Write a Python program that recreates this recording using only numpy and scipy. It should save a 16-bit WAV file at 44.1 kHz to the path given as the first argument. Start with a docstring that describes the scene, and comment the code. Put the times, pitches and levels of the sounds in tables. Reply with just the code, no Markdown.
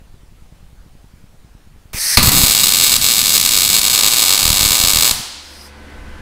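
"""Faint hiss, a thin whine, a rumble and soft ticks fill a workshop; then shielding gas puffs and hisses.
A mono microphone stands close to a small part in a vise: a welding arc strikes with a bang and crackles.
Each pop is a pressure shock as a short circuit breaks, reflected by vise, part, bench and walls.
Dull thuds are pressure dips; hiss, gas, roar and rumble are coloured noise.
As the arc goes out a cooling fan is heard, tones in a rush of air, and the gas whistles as it stops."""
import sys
import numpy as np
from scipy import signal
from scipy.fft import rfft, irfft
from scipy.io import wavfile
from scipy.ndimage import uniform_filter1d

SR = 44100
rng = np.random.default_rng(int(sys.argv[2]) if len(sys.argv) > 2 else 0)


def store_wav(level_fs):
    """Save 16-bit WAV to argv[1]."""
    pcm = np.round(np.clip(np.atleast_2d(level_fs), -1, 1) * 32767)
    wavfile.write(sys.argv[1], SR, pcm.T.astype(np.int16))


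N = 273861
TIME = np.arange(N) / SR

# gas flow at the nozzle, its first row the opening of the valve: time_s, level_db
GAS_FLOW = [(1.932, -60), (1.934, -43), (1.96, -29), (2.01, -18), (2.15, -14), (2.165, -21), (2.3, -27),
            (5.1, -27.5), (5.2, -50), (5.4, -50.5), (5.67, -43.5), (5.71, -62)]


def gain_of(db):
    """Amplitude factor for a level in dB."""
    return 10 ** (np.asarray(db) / 20)


def evened(x):
    """Scales a signal to an RMS of one."""
    return x / np.sqrt(np.mean(x ** 2) + 1e-20)


def read(points, hz):
    """Reads a curve over frequency, straight between its points on a log scale."""
    f, value = np.transpose(points)
    return np.interp(np.log(hz + 1), np.log(f + 1), value)


def level(curve):
    """Amplitude over time from a dB curve: near silence before it, its last value held after it."""
    s, db = np.transpose(curve)
    return gain_of(np.interp(TIME, s, db, left=-120, right=db[-1]))


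def train(rows):
    """One click of the given size at each listed time."""
    s, db = np.transpose(rows)
    return np.bincount(np.round(s * SR).astype(int), gain_of(db), N)[:N]


def noise(colour, patchy_db):
    """Random short-time spectra of a given colour, with drifting patches, at an RMS of one."""
    frames, hz = N // 256 + 5, np.fft.rfftfreq(1024, 1 / SR)
    real, imaginary, patches = rng.standard_normal((frames, 513, 3)).T
    patches = uniform_filter1d(patches, size=10, axis=0)  # across frequency
    patches = evened(uniform_filter1d(patches, size=12, axis=1))  # across time
    shape_db = read(colour, hz)[:, None] + patchy_db * patches
    spectra = (real + 1j * imaginary) * gain_of(shape_db)
    return evened(signal.istft(spectra, nperseg=1024, noverlap=768)[1][:N])


def sine(hz):
    """A steady tone at an RMS of one."""
    return np.sqrt(2) * np.sin(2 * np.pi * hz * TIME)


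def hiss():
    """The faint steady hiss of the room, as patchy noise."""
    # colour of the hiss: freq_hz, relative_density_db
    colour = [(260, -7), (450, -4.5), (958, -8), (11600, -20.5), (14200, -30), (15600, -22.5)]
    return gain_of(-55.5) * noise(colour, patchy_db=1.5)


def whine():
    """A very faint high tone that lasts until the gas valve opens."""
    return gain_of(-76) * sine(13674) * (TIME < GAS_FLOW[0][0])


def rumble():
    """Low rumble under the whole scene, as noise that changes slowly in level."""
    # rumble: time_s, level_db
    swell = [(0, -42), (2.3, -44), (5.1, -50), (5.3, -52), (6.21, -36)]
    # colour of the rumble: freq_hz, relative_density_db
    colour = [(10, 7), (35, -2), (70, -9.5), (200, -17), (450, -36), (900, -72)]
    return level(swell) * noise(colour, patchy_db=1.5)


def thud(dip_ms, rebound_ms):
    """A pointed pressure dip and a slow, weaker rebound of equal area."""
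    ms = np.arange(-441, 2205) / SR * 1000
    after = np.maximum(ms, 0)
    dip = np.exp(-(abs(ms) / dip_ms) ** 1.4)
    rebound = after * np.exp(-after / rebound_ms)
    return rebound * dip.sum() / rebound.sum() - dip


def thuds():
    """Dull low pressure dips at listed times, and the shorter soft ticks of the quiet opening."""
    # soft ticks, about ten a second before the gas opens: time_s
    tick_times = [.017, .143, 0.234, .324, .424, 0.525, 0.63, .731, 0.864, .953, 1.044, 1.139, 1.242, 1.345,
                  1.448, 1.552, 1.674, 1.762, 1.857]
    # dull low thuds: time_s, depth_db
    heavy = [(1.947, -15.5), (2.176, 3.5), (2.197, -7), (2.282, -1.5), (2.438, -5.5), (2.502, -17.5),
             (4.434, -17), (4.457, -10), (4.482, -11.5), (4.506, -6), (4.533, -15), (4.567, -18),
             (4.612, -11.5), (4.633, -11), (4.662, -11), (4.711, -13.5), (4.804, -18), (4.841, -10),
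             (4.877, -17), (4.938, -16), (4.962, -12), (4.988, -17), (5.115, -15), (6.084, -29.5)]
    tick_db = -31 + 1.2 * rng.standard_normal(len(tick_times))
    ticks = signal.oaconvolve(train(np.c_[tick_times, tick_db]), thud(dip_ms=1.4, rebound_ms=4.0))
    low = signal.oaconvolve(train(heavy), thud(dip_ms=1.7, rebound_ms=13.0))
    return (low + ticks)[441:N + 441]  # puts the point of each dip on its listed time


def gas():
    """Shielding gas: a turbulent jet, a short puff through the hose and a faint whistle as it dwindles."""
    # colour of the jet: freq_hz, relative_density_db
    jet_colour = [(300, -26), (1240, -16), (1880, -3), (2140, -8), (3290, -15), (4500, -2), (5100, 1),
                  (6200, -2), (6920, -11), (8300, -2), (10300, -3), (13200, -10), (15600, -15)]
    # puff as the valve opens: time_s, level_db
    puff = [(1.932, -28), (1.95, -27.5), (1.99, -26), (2.0, -120)]
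    # colour of the puff through the hose: freq_hz, relative_density_db
    hose_colour = [(1700, -20.5), (2400, -11.5), (3000, -22)]
    # whistle in the nozzle: time_s, level_db
    whistle = [(5.35, -75), (5.5, -53), (5.66, -44), (5.7, -87)]
    # colour of the whistle: freq_hz, relative_density_db
    nozzle_colour = [(4850, -40), (5020, -5), (5250, -30), (5650, -15), (5900, -44)]
    flow = level(GAS_FLOW) * noise(jet_colour, patchy_db=1.0)
    flow = flow + level(puff) * noise(hose_colour, patchy_db=1.0)
    return flow + level(whistle) * noise(nozzle_colour, patchy_db=2.5)


def roar():
    """The unsteady young arc roars low, loudest at first, as patchy noise."""
    # roar: time_s, level_db
    swell = [(2.168, -60), (2.175, -4), (2.22, -18.5), (2.3, -21), (2.33, -18.5), (2.45, -20.5),
             (2.5, -31.5), (5.2, -35), (5.25, -71)]
    # colour of the roar: freq_hz, relative_density_db
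    colour = [(20, -1), (250, -4), (400, -20.5), (900, -25)]
    return level(swell) * noise(colour, patchy_db=2.5)


def shock(ms):
    """A sharp rise in pressure and a longer suction behind it; ms is the length of the push."""
    u = np.maximum(np.arange(-8, 200) + .76, 0) / SR * 1000 / ms
    return 5.0 * u * (1 - u) * np.exp(-.585 * u ** 2)


def strike():
    """The cold wire explodes: a few ms of low-pitched crackle that dies in a rough tail."""
    strike_s = 2.1708
    t = np.maximum(TIME - strike_s, 0)
    fading = np.exp(-t / 0.0014) + gain_of(-22.5) * np.exp(-t / 0.021)
    body = (TIME > strike_s) * fading * rng.standard_normal(N)
    return gain_of(-0.5) * signal.oaconvolve(body, shock(ms=.1))[:N]


def short_circuits():
    """Breaks of the short circuits, as time_s and relative_db; a longer wait builds a bigger drop."""
    # strong breaks, and those that open or close a run: time_s, relative_db
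    strong = [(2.2288, 2), (2.2917, 2), (2.3186, 0), (2.3497, -1), (2.365, 3), (2.3738, 3), (2.3813, 3),
              (2.4333, 4), (2.4397, 3), (2.4691, 2), (2.4814, 2), (2.4971, 3), (2.5093, 3), (2.5491, 4),
              (2.5968, 2), (2.6404, 3), (2.6579, 0), (2.69, 3), (2.7218, 3), (2.757, 1), (2.7988, 4),
              (2.8106, 3), (2.8452, 2), (2.8653, 2), (2.8945, 1), (2.9391, 5), (2.9636, 4), (3.0142, -2),
              (3.0425, 4), (3.064, 3), (3.0862, 3), (3.1105, 1), (3.1808, 2), (3.2152, 2), (3.2575, 2),
              (3.3037, 1), (3.3511, 4), (3.358, 3), (3.3659, 3), (3.3786, 5), (3.3987, 1), (3.428, -2),
              (3.4604, 5), (3.4905, 2), (3.5092, 0), (3.5739, 5), (3.619, 3), (3.6696, -4), (3.7003, 4),
              (3.73, 3), (3.765, 5), (3.792, 1), (3.8149, 0), (3.851, 3), (3.8806, 2), (3.8984, 1),
              (3.9487, 3), (3.9775, 3), (4.0095, 3), (4.0339, 5), (4.0625, 5), (4.0826, 2), (4.1353, 3),
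              (4.1829, 3), (4.2205, 3), (4.2271, 3), (4.2818, 3), (4.2927, 4), (4.3253, 4), (4.3354, 4),
              (4.3773, 2), (4.4294, 3), (4.453, 5), (4.4779, 4), (4.5022, 5), (4.529, 3), (4.5808, 0),
              (4.6087, 4), (4.6292, 4), (4.6586, 3), (4.7066, 3), (4.7188, 4), (4.8, 2), (4.8366, 4),
              (4.8488, 3), (4.8832, 3), (4.9025, 3), (4.934, 3), (4.9582, 4), (4.9708, 4), (5.0088, 3),
              (5.032, 3), (5.0523, 3), (5.0939, 0), (5.1107, 4)]
    # no ordinary pops between the two strong ones around each of these: time_s
    stalls = [2.3, 2.99, 3.39, 3.5, 3.8, 3.89, 5.1]
    # short circuits between the strong ones: time_s, rate_per_s
    rate = [(2.23, 165), (2.44, 160), (2.51, 80), (2.62, 135), (2.72, 75), (2.83, 130), (3.15, 120),
            (3.28, 75), (3.33, 145), (3.41, 80), (3.54, 115), (3.6, 85), (3.74, 125), (3.85, 70),
            (3.93, 150), (4.0, 75), (4.15, 125), (4.3, 95), (4.47, 82), (4.76, 105), (4.98, 80),
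            (5.07, 120)]
    # quick runs of small pops start here: time_s
    flurries = [2.631, 2.83, 2.918, 3.33, 3.738, 3.926, 4.065]
    burn_back = .05  # longer relative wait after a strong pop, per dB
    uneven, spread_db = .2, 2.  # scatter of the waits (log) and of the strengths
    usual_db, per_doubling_db = -.5, 3.  # ordinary pop after 10 ms; more for each doubled wait
    flurry_gap_s, flurry_db, flurry_size = .0042, -3, 3

    rows = list(strong)
    chance = rng.standard_normal((len(strong), 16, 2))
    for (start, db), (end, _), luck in zip(strong, strong[1:], chance):
        count = round((end - start) * np.interp((start + end) / 2, *np.transpose(rate)))
        if count < 2 or any(start < s < end for s in stalls):
            continue
        waits = np.exp(uneven * luck[:count, 0])
        waits[0] *= 1 + burn_back * max(db, 0)
        waits = waits * (end - start) / waits.sum()
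        strength = usual_db + per_doubling_db * np.log2(waits * 100) + spread_db * luck[:count, 1]
        # the last wait ends on the next strong pop
        rows += zip((start + np.cumsum(waits))[:-1], strength[:-1])

    for start, luck in zip(flurries, rng.standard_normal((len(flurries), flurry_size, 2))):
        gaps = flurry_gap_s * np.exp(uneven * luck[:, 0])
        rows += zip(start + np.cumsum(gaps), flurry_db + spread_db * luck[:, 1])
    return np.array(sorted(rows))


def arc():
    """Each pop mixes a short and a long shock; strong pops hold the plasma longer; spatter ticks between."""
    s, db = short_circuits().T
    jitter_s = 1e-4 * (rng.random(len(s)) - .5)
    clicks = train(np.c_[s + jitter_s, db])
    burning = (TIME > s[0]) & (TIME < s[-1])
    spatter = rng.exponential(1, N) * (rng.random(N) < 80 / SR)  # about 80 ticks a second
    clicks = clicks + gain_of(-21) * spatter * burning
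    long_share = np.clip(.3 * clicks + .12 * rng.standard_normal(N), 0, 1)
    short = signal.oaconvolve(clicks * (1 - long_share), shock(ms=.045))
    long = signal.oaconvolve(clicks * long_share, shock(ms=.058))
    return gain_of(0.6) * (short + long)[16:N + 16]  # makes up for the delays in shock and bench


def drifted(x):
    """The colour of the crackle drifts along the weld: the lows and low mids, and the top treble."""
    # drift: time_s, low_db (before half the plain signal is taken off), top_lift_db
    drift = [(2.2, 6.5, 9), (2.55, 0, 3), (2.9, 0, 2.5), (3.6, -0.5, 2), (4.0, 2, 1), (4.5, 3, 1),
             (5.1, 3, 2)]
    s, low_db, top_db = np.transpose(drift)
    low = signal.sosfiltfilt(signal.butter(2, 1430, fs=SR, output="sos"), x)
    top = signal.sosfiltfilt(signal.butter(2, 9900, "high", fs=SR, output="sos"), x)
    low_change = level(np.c_[s, low_db]) - 1.5
    top_change = level(np.c_[s, top_db]) - 1
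    return x + low_change * low + top_change * top


def bench():
    """Direct sound, near reflections and a scatter of weak ones, with the treble lift of the microphone."""
    # reflections from the vise, the part and the bench: delay_ms, signed_gain
    echoes = [(.204, .23), (.249, .57), (.488, .48), (.782, .29), (.941, -.38), (1.156, -.25), (1.383, .58),
              (1.44, -.49), (1.644, .37), (1.916, -.31), (2.132, .33), (2.177, -.28), (2.381, .35),
              (2.619, .4), (2.698, -.25), (2.959, -.27), (3.583, .26), (3.651, -.27), (3.98, .27),
              (4.252, .27)]
    # colour of the pops close by: freq_hz, gain_db
    colour = [(170, -4), (480, -11.5), (850, 3.5), (1000, 3.5), (1220, 1), (1700, 2.5), (3000, 2.5),
              (3800, -0.5), (5000, 3.5), (5500, -1.5), (7300, 1), (8000, 1), (9200, -2), (11000, 0.5),
              (14800, 6.5)]
    t, hz = np.arange(512) / SR, np.fft.rfftfreq(512, 1 / SR)
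    scatter = gain_of(-31) * rng.standard_normal(512) * (t < .0048)
    taps = 1 + rfft(scatter)
    for ms, gain in echoes:
        taps = taps + gain * np.exp(-2j * np.pi * hz * ms / 1000)
    delay = np.exp(-2j * np.pi * hz * 8 / SR)  # 8 samples
    return irfft(taps * delay * gain_of(read(colour, hz)))


def room(x):
    """The walls: sparse taps of random sign after a short gap, each band dying at its own speed."""
    # colour by way of the walls: freq_hz, relative_db
    colour = [(60, -13), (400, -8), (800, 7.5), (1700, -3), (4800, 4), (5600, -0.5), (8000, 4),
              (14500, 9.5)]
    # dying away of the room: freq_hz, t60_s
    decay = [(250, 1.5), (660, 0.99), (1740, 1.37), (4590, 1.26), (12100, 0.44)]
    taps = np.zeros(SR)
    slots = np.arange(260, SR - 12, 12)
    at = slots + rng.integers(0, 12, len(slots))
    taps[at] = rng.choice([-1., 1.], len(at))
    hz, t, spectra = signal.stft(taps, SR, nperseg=256)
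    shape_db = read(colour, hz)[:, None] - 60 * t / read(decay, hz)[:, None]
    tail = signal.istft(spectra * gain_of(shape_db), SR, nperseg=256)[1]
    return signal.fftconvolve(x, tail / np.linalg.norm(tail))[:N]


def fan():
    """A cooling fan: slightly wavering blade and shaft tones in a rush of air."""
    # loudness of the whole fan: time_s, gain_db
    loudness = [(5.1, -10), (5.4, -9), (5.7, -3), (5.9, -1), (6.21, 0)]
    # tones, ahead of that gain: freq_hz, level_db
    tone_table = [(72.4, -40), (217, -49), (290, -56), (362, -56), (507, -54), (870, -56), (1015, -57),
                  (1523, -54), (2030, -55)]
    # colour of the rush of air: freq_hz, relative_density_db
    air_colour = [(180, -6), (300, 0.5), (334, -5.5), (1300, -8.5), (1520, -5.5), (12000, -34.5),
                  (15600, -62), (22000, -120)]
    waver = 1 + .001 * evened(uniform_filter1d(rng.standard_normal(N), size=4000))
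    warped_s = np.cumsum(waver) / SR
    tones = np.zeros(N)
    for hz, db in tone_table:
        phase = 2 * np.pi * (hz * warped_s + rng.random())
        tones += gain_of(db) * np.sqrt(2) * np.sin(phase)
    air = gain_of(-40.5) * noise(air_colour, patchy_db=.8)
    return level(loudness) * (tones + air)


def scene():
    """Sums the arc, close and by way of the walls, with the gas and the workshop, alike on both channels."""
    background = hiss() + whine() + rumble() + thuds()
    flow = gas()
    crackle = strike() + drifted(arc())
    near = signal.oaconvolve(crackle, bench())[:N]
    mono = background + flow + roar() + near + room(crackle) + fan()
    return np.array([mono, mono])


def record(dry):
    """The loudest pops are clipped flat at full scale; then a low-pass takes off the top treble."""
    clipped = np.clip(dry, -1, 1)
    low_pass = signal.firwin(511, 15700, window=("kaiser", 9), fs=SR)  # cutoff in Hz
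    return signal.oaconvolve(clipped, low_pass[None], "same")


dry = scene()
out = record(dry)
store_wav(out)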